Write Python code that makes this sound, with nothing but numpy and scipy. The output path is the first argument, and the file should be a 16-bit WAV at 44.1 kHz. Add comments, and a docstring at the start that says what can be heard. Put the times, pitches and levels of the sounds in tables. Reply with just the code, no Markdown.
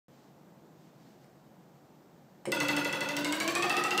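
"""Ruler twanged on a desk

A quiet office, one microphone by a wooden desk. A flexible ruler, held flat, is bent over the edge
and let go. It slaps the desk 12 to 14 times a second; each slap cracks, rings the ruler's bending
modes and thumps the desk. The ruler is drawn inward as it swings, so the overhang shortens and
the twang climbs. Cabinets and walls throw the cracks back over a faint hush of ventilation."""
import sys
import numpy as np
from scipy import signal
from scipy.fft import rfft, irfft
from scipy.io import wavfile

SR = 44100
rng = np.random.default_rng(int(sys.argv[2]) if len(sys.argv) > 2 else 0)


def wav_record(signal):
    """Record a signal, one row per channel, as 16-bit PCM in the file named by sys.argv[1]."""
    frames = np.transpose(np.atleast_2d(signal))
    bounded = np.clip(frames, -1, 1)
    # unit amplitude maps onto the largest positive 16-bit level
    quanta = np.round(bounded * 32767).astype(np.int16)
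    wavfile.write(sys.argv[1], SR, quanta)


N = 176400
TIME, FREQS = np.arange(N) / SR, np.fft.rfftfreq(N, 1 / SR)


def amp(db):
    """Decibels to gain."""
    return 10 ** (np.asarray(db) / 20)


def unit(x):
    """Scales to rms 1."""
    return x / np.sqrt(np.mean(x ** 2) + 1e-20)


def read(points, hz):
    """Reads a curve on a log-frequency axis."""
    freqs, values = np.transpose(points)
    return np.interp(np.log(hz + 1), np.log(freqs + 1), values)


def noise(colour):
    """Steady noise of a given spectrum, rms 1."""
    return unit(irfft(rfft(rng.standard_normal(N)) * amp(read(colour, FREQS)), N))


def wander(rate_hz):
    """Smooth random drift, rms 1."""
    return unit(irfft(rfft(rng.standard_normal(N)) * np.exp(-(FREQS / rate_hz) ** 2), N))


def add(mix, start_s, sound):
    """Mixes a sound in at its start time."""
    part = mix[max(round(start_s * SR), 0):][:len(sound)]
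    part += sound[:len(part)]


def bursts(times, gains, rise_s, fall_s, hold_s=0):
    """An envelope that rises, holds and dies away at each of the times."""
    t = TIME[:SR // 2]
    shape = np.minimum(t / rise_s, 1) * np.exp(-np.maximum(t - rise_s - hold_s, 0) / fall_s)
    out = np.zeros(N, np.asarray(gains).dtype)
    for start_s, gain in zip(times, gains):
        add(out, start_s, gain * shape)
    return out


def ring(times, db, hz, rise_s, t60, hold_s=0):
    """A mode that follows the pitch hz, struck in a random phase at each of the times."""
    kicks = amp(db) * np.exp(2j * np.pi * rng.random(len(times)))
    envelope = bursts(times, kicks, rise_s, t60 / np.log(1000), hold_s)
    return (envelope * np.exp(2j * np.pi * np.cumsum(hz * np.ones(N)) / SR)).real


# Room tone at the microphone. Each row: frequency in Hz, relative level in dB.
AIR_COLOUR = [(15, -80), (25, -50), (49, -27), (117, -16.5), (134, -2.5), (153, -2.5), (175, -3.5),
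              (277, -9), (326, -7.5), (384, -12), (840, -15), (1070, -21), (2550, -33), (7710, -37.5),
              (9840, -46.5), (14800, -37), (16000, -52)]

def room_tone():
    """Ventilation rumbles low under the microphone's own hiss."""
    return amp(-57.5) * noise(AIR_COLOUR)


# The office's decay. Each row: frequency in Hz, seconds to fall 60 dB.
ROOM_DECAY = [(125, .45), (500, 0.93), (2000, 1), (5000, 0.62), (9000, 0.41), (15000, 0.3)]

def office_tail(sound, count=2000):
    """Reverberation from all round the room: sparse reflections that linger longest in the midrange."""
    taps = np.zeros(SR)
    arrivals = ((np.arange(count) + rng.random(count)) * SR / count).astype(int)
    taps[arrivals] = rng.choice([-1., 1.], count)
    taps[:SR // 300] = 0
    hz, t, spectrum = signal.stft(taps, SR, nperseg=256)
    decay = amp(-60 * t / read(ROOM_DECAY, hz)[:, None])
    tail = signal.istft(spectrum * decay, SR, nperseg=256)[1]
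    return signal.fftconvolve(sound, tail / np.linalg.norm(tail))[:N]


# Cabinets and walls within a few metres. Each row: delay in seconds, gain in dB.
WALL_ECHOES = [(.0045, -27), (.0125, -38), (0.021, -10.5), (0.03, -8.5), (.0318, -24), (0.0436, -28)]

def reflections(sound, low_cut_hz=5600):
    """Small flat panels mirror mostly treble back to the microphone."""
    treble = signal.sosfilt(signal.butter(2, low_cut_hz, "high", fs=SR, output="sos"), sound)
    out = np.zeros(N)
    for delay_s, db in WALL_ECHOES:
        add(out, delay_s, amp(db) * treble)
    return out


# The hand on desk and ruler. Each row: start in seconds, length in seconds, level in dB.
HAND_STROKES = [(.05, 0.3, -73), (0.737, 0.21, -72.5), (0.924, 0.29, -71), (1.178, 0.11, -73)]
# Its friction. Each row: frequency in Hz, relative level in dB.
BRUSH_COLOUR = [(500, -16), (1500, 2), (2500, -0.5), (5000, 0.5), (7500, -4), (9500, -15), (15000, -16)]

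def hand_brushes():
    """Soft swells of friction as the hand moves into place."""
    level = np.zeros(N)
    for start_s, length_s, db in HAND_STROKES:
        add(level, start_s, amp(db) * np.sqrt(np.abs(np.hanning(int(length_s * SR)))))
    return level * noise(BRUSH_COLOUR)


# The finger at the ruler's free end. Each row: start in seconds, level in dB.
FINGER_TICKS = [(1.108, -65.5), (1.242, -62), (2.4532, -34), (2.462, -39.5)]
# The tick's spectrum. Each row: frequency in Hz, relative level in dB.
TICK_COLOUR = [(200, -20), (700, 5.5), (1300, -0.5), (2400, 5), (3800, -10.5), (4900, -9), (5250, -0.5),
               (5700, -15), (8000, -9), (9000, -4), (10500, -19), (15000, -26)]

def fingertip():
    """Small ticks as the finger finds the tip and slips off it."""
    times, db = np.transpose(FINGER_TICKS)
    return noise(TICK_COLOUR) * bursts(times, amp(db), rise_s=0.0024, fall_s=0.0028)


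RELEASE_S, SHUDDER_S = 2.453, 2.470
# The blade swinging free past the edge. Each row: pitch in Hz, level in dB, seconds to fall 60 dB.
FREE_MODES = [(215, -42.5, 0.34), (364, -36.5, .35), (440.6, -39.5, 0.28), (530, -36, .3)]

def shudder():
    """The freed blade hums on its way to the first slap."""
    return sum(ring([SHUDDER_S], db, hz, 0.0062, t60, hold_s=0.017) for hz, db, t60 in FREE_MODES)


# The course of the lowest bending mode. Each row: time in seconds, pitch in Hz, level in dB.
DRONE_PATH = [(2.47, 345, -36), (2.541, 340, -42), (2.609, 295, -43), (2.77, 291, -34.5), (2.872, 290, -49),
              (3.048, 284, -47), (3.2, 290, -38.5), (3.3, 296, -36), (3.381, 312, -44), (3.458, 328, -39),
              (3.672, 355, -36), (3.749, 350, -48), (3.829, 358, -39), (4.0, 368, -43)]

def drone(flutter=0.39, fade_in_s=0.073):
    """The lowest bending mode sounds on between slaps, carried by the desk top."""
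    times, hz, db = np.transpose(DRONE_PATH)
    onset = np.clip((TIME - RELEASE_S) / fade_in_s, 0, 1)
    level = amp(np.interp(TIME, times, db)) * onset * (1 + flutter * wander(36))
    return np.sqrt(2) * level * np.sin(2 * np.pi * np.cumsum(np.interp(TIME, times, hz)) / SR)


# Landings at the desk's edge. Each row: start in seconds, then crack, ring, thump, zing in relative dB.
LANDINGS = [(2.5189, -22, -25, -30.5, -41), (2.602, -25, -25, -29, -43.5), (2.6835, -25, -25, -30.5, -43),
            (2.765, -25.5, -26.5, -28.5, -43.5), (2.8465, -29, -28.5, -30.5, -47),
            (2.9263, -29, -29, -34, -48), (3.007, -30.5, -28.5, -34.5, -48), (3.0879, -27.5, -31, -38, -52),
            (3.166, -26, -29.5, -34.5, -41.5), (3.2458, -23, -30, -32.5, -46.5),
            (3.3239, -24, -29, -35, -40.5), (3.4009, -22.5, -27.5, -30, -41.5),
            (3.477, -22.5, -29.5, -32, -41), (3.5514, -20.5, -27, -31.5, -47),
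            (3.6231, -22, -25.5, -32, -58), (3.696, -22.5, -25.5, -36, -51), (3.767, -23, -27, -30.5, -54),
            (3.838, -23, -28.5, -35, -54), (3.907, -26.5, -27.5, -33, -51), (3.977, -23, -26, -30.5, -45.5)]
LAND_S, CRACK_DB, RING_DB, THUMP_DB, ZING_DB = np.transpose(LANDINGS)
LIFT_S = LAND_S + 0.567 * np.gradient(LAND_S)  # the blade lies on the desk for this share of a swing
# The crack's spectrum. Each row: frequency in Hz, relative level in dB.
CRACK_COLOUR = [(300, -16.5), (1500, -2), (2700, 4.5), (4500, 2), (7500, 2), (8700, -2), (9300, -1),
                (10000, -12), (15500, -28)]

def cracks():
    """The sharp crack of the blade landing on wood."""
    envelope = bursts(LAND_S, amp(CRACK_DB - 5.5), rise_s=0.0004, fall_s=0.0023, hold_s=0.00099)
    return noise(CRACK_COLOUR) * envelope


# The top of each crack. Each row: frequency in Hz, relative level in dB.
ZING_COLOUR = [(6000, -38), (9500, -8.5), (12000, -2), (13500, -7), (15000, -7), (16000, -15)]
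# Its paths to the microphone, the direct one first. Each row: delay in seconds, gain in dB.
ZING_PATHS = [(0, 3.5), (0.02, -9), (0.027, -3), (.0315, -11), (.042, -2.5)]

def zing():
    """Flat cabinet doors throw the bright top of each crack back as a quick string of ticks."""
    ticks = noise(ZING_COLOUR) * bursts(LAND_S, amp(ZING_DB + 1.5), rise_s=0.0008, fall_s=0.0025)
    out = np.zeros(N)
    for delay_s, db in ZING_PATHS:
        add(out, delay_s, amp(db) * ticks)
    return out


# The blade's chatter on the desk top. Each row: frequency in Hz, relative level in dB.
CLATTER_COLOUR = [(80, -26), (150, -2), (400, 6), (800, 5), (1300, 6), (2500, -0.5), (4500, -3),
                  (8000, -29), (10500, -18), (15500, -19.5)]

def clatter():
    """The blade chatters on the wood in a fading burst after each landing."""
    return noise(CLATTER_COLOUR) * bursts(LAND_S, amp(RING_DB - 12), rise_s=0.0094, fall_s=0.076)


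# The ruler's way in over the desk. Each row: time in seconds, share of the travel from 0 to 1.
SLIDE_PATH = [(2.5, 0.02), (2.8, 0), (3.05, .005), (3.2, 0.09), (3.4, 0.31), (3.6, .66), (3.8, .84),
              (4.0, 0.98)]

def slide(at_long, at_short):
    """A value that moves from its long-overhang to its short-overhang setting as the hand draws in."""
    return at_long + (at_short - at_long) * np.interp(TIME, *np.transpose(SLIDE_PATH))


# The wooden desk. Each row: pitch in Hz, relative dB with long and with short overhang,
# seconds to fall 60 dB.
DESK_MODES = [(98, -26.5, -29, 0.4), (135, -11, -20.5, 0.28), (160.5, -11, -15, 0.34),
              (208, -12, -15, 0.93), (292, -10, -11, 0.6), (352.5, -7, -7, 0.23), (449, -28, 0, 0.065),
              (486.3, -10, -10, 0.32), (565.4, -6.5, -19, 0.38)]

def desk(gain_db=-4, shudder_db=-29, lift_db=-4):
    """The desk booms under the first shudder, and each time the ruler lands or lifts."""
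    times = np.r_[SHUDDER_S, LAND_S, LIFT_S]
    blows_db = np.r_[shudder_db, THUMP_DB, THUMP_DB + lift_db]
    return sum(amp(gain_db + slide(long_db, short_db)) * ring(times, blows_db, hz, 0.012, t60)
               for hz, long_db, short_db, t60 in DESK_MODES)


# The ruler's heel, on the desk. Each row: pitch in Hz before the slide, relative level in dB,
# seconds to fall 60 dB.
HEEL_MODES = [(2960, -17.5, 0.33), (3896, -17.5, 0.34), (4750, -16, .35), (7850, -15, 0.18)]

def heel(sag=0.1):
    """The part lying on the desk rings thinly, sinking in pitch as it lengthens."""
    loose = (LAND_S > 3.15) & (LAND_S < 3.52)  # struck only while the hand's grip is loosest
    return sum(ring(LAND_S[loose], RING_DB[loose] + db, hz * slide(1, 1 - sag), 0.0031, t60)
               for hz, db, t60 in HEEL_MODES)


# The overhang, out past the desk's edge. Each row: pitch in Hz when long and when short, relative dB
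# when long and when short, seconds to fall 60 dB, the kick on lifting in dB against the landing.
BENDING_MODES = [(548.5, 835, -9, -6, 0.36, -3.5), (909.5, 1335, -10.5, -2, 0.27, -1),
                 (1441, 2000, -5, -5.5, 0.15, -1), (1982, 2770, 1, 5, 0.069, -15),
                 (2632, 3630, 1, -11, 0.045, -3.5), (3374, 5100, -8, -15.5, 0.15, -4.5),
                 (4350, 5300, -12.5, -29, 0.14, -27), (5390, 6200, -17, -23, 0.18, -9),
                 (6310, 8400, -19, -39, 0.25, -9), (7600, 27000, -21, -23, 0.13, -5)]

def twang(gain_db=-4, bend=0.025, wobble=0.01426):
    """Bending modes, struck on landing and again on lifting; contact with the desk raises their pitch."""
    swing = np.interp(TIME, LAND_S, np.arange(len(LAND_S))) % 1
    contact = np.tanh(2 * np.sin(2 * np.pi * swing))
    travel_s, swell_s = 0.0072, 0.0052  # delay and rise of a 1 kHz bending wave; higher waves are faster
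    out = np.zeros(N)
    for long_hz, short_hz, long_db, short_db, t60, lift_db in BENDING_MODES:
        lowness = 1000 / long_hz
        hz = slide(long_hz, short_hz) * (1 + lowness * (bend * contact + wobble * wander(63.6)))
        times = np.r_[LAND_S + travel_s * lowness, LIFT_S]
        blows_db = np.r_[RING_DB, RING_DB + lift_db]
        mode = ring(times, blows_db, hz, swell_s * np.sqrt(lowness), t60, hold_s=0.002)
        out += amp(slide(long_db, short_db)) * mode
    return amp(gain_db) * out


def scene():
    """Ruler, desk and office as they reach the microphone, in mono."""
    sharp = cracks() + fingertip()
    ringing = twang() + heel()
    direct = sharp + ringing + drone() + desk() + clatter() + zing() + shudder() + hand_brushes()
    room = reflections(sharp) + office_tail(amp(-2) * sharp + amp(-5) * ringing)
    return (direct + room + room_tone())[None]


def record(dry, open_s=0.083, top_hz=15700):
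    """The microphone opens just after the start; the highest treble is cut off steeply."""
    opened = dry * (TIME > open_s)
    lowpass = signal.firwin(511, top_hz, window=("kaiser", 9), fs=SR)
    return signal.oaconvolve(opened, lowpass[None], "same")


dry = scene()
out = record(dry)
wav_record(out)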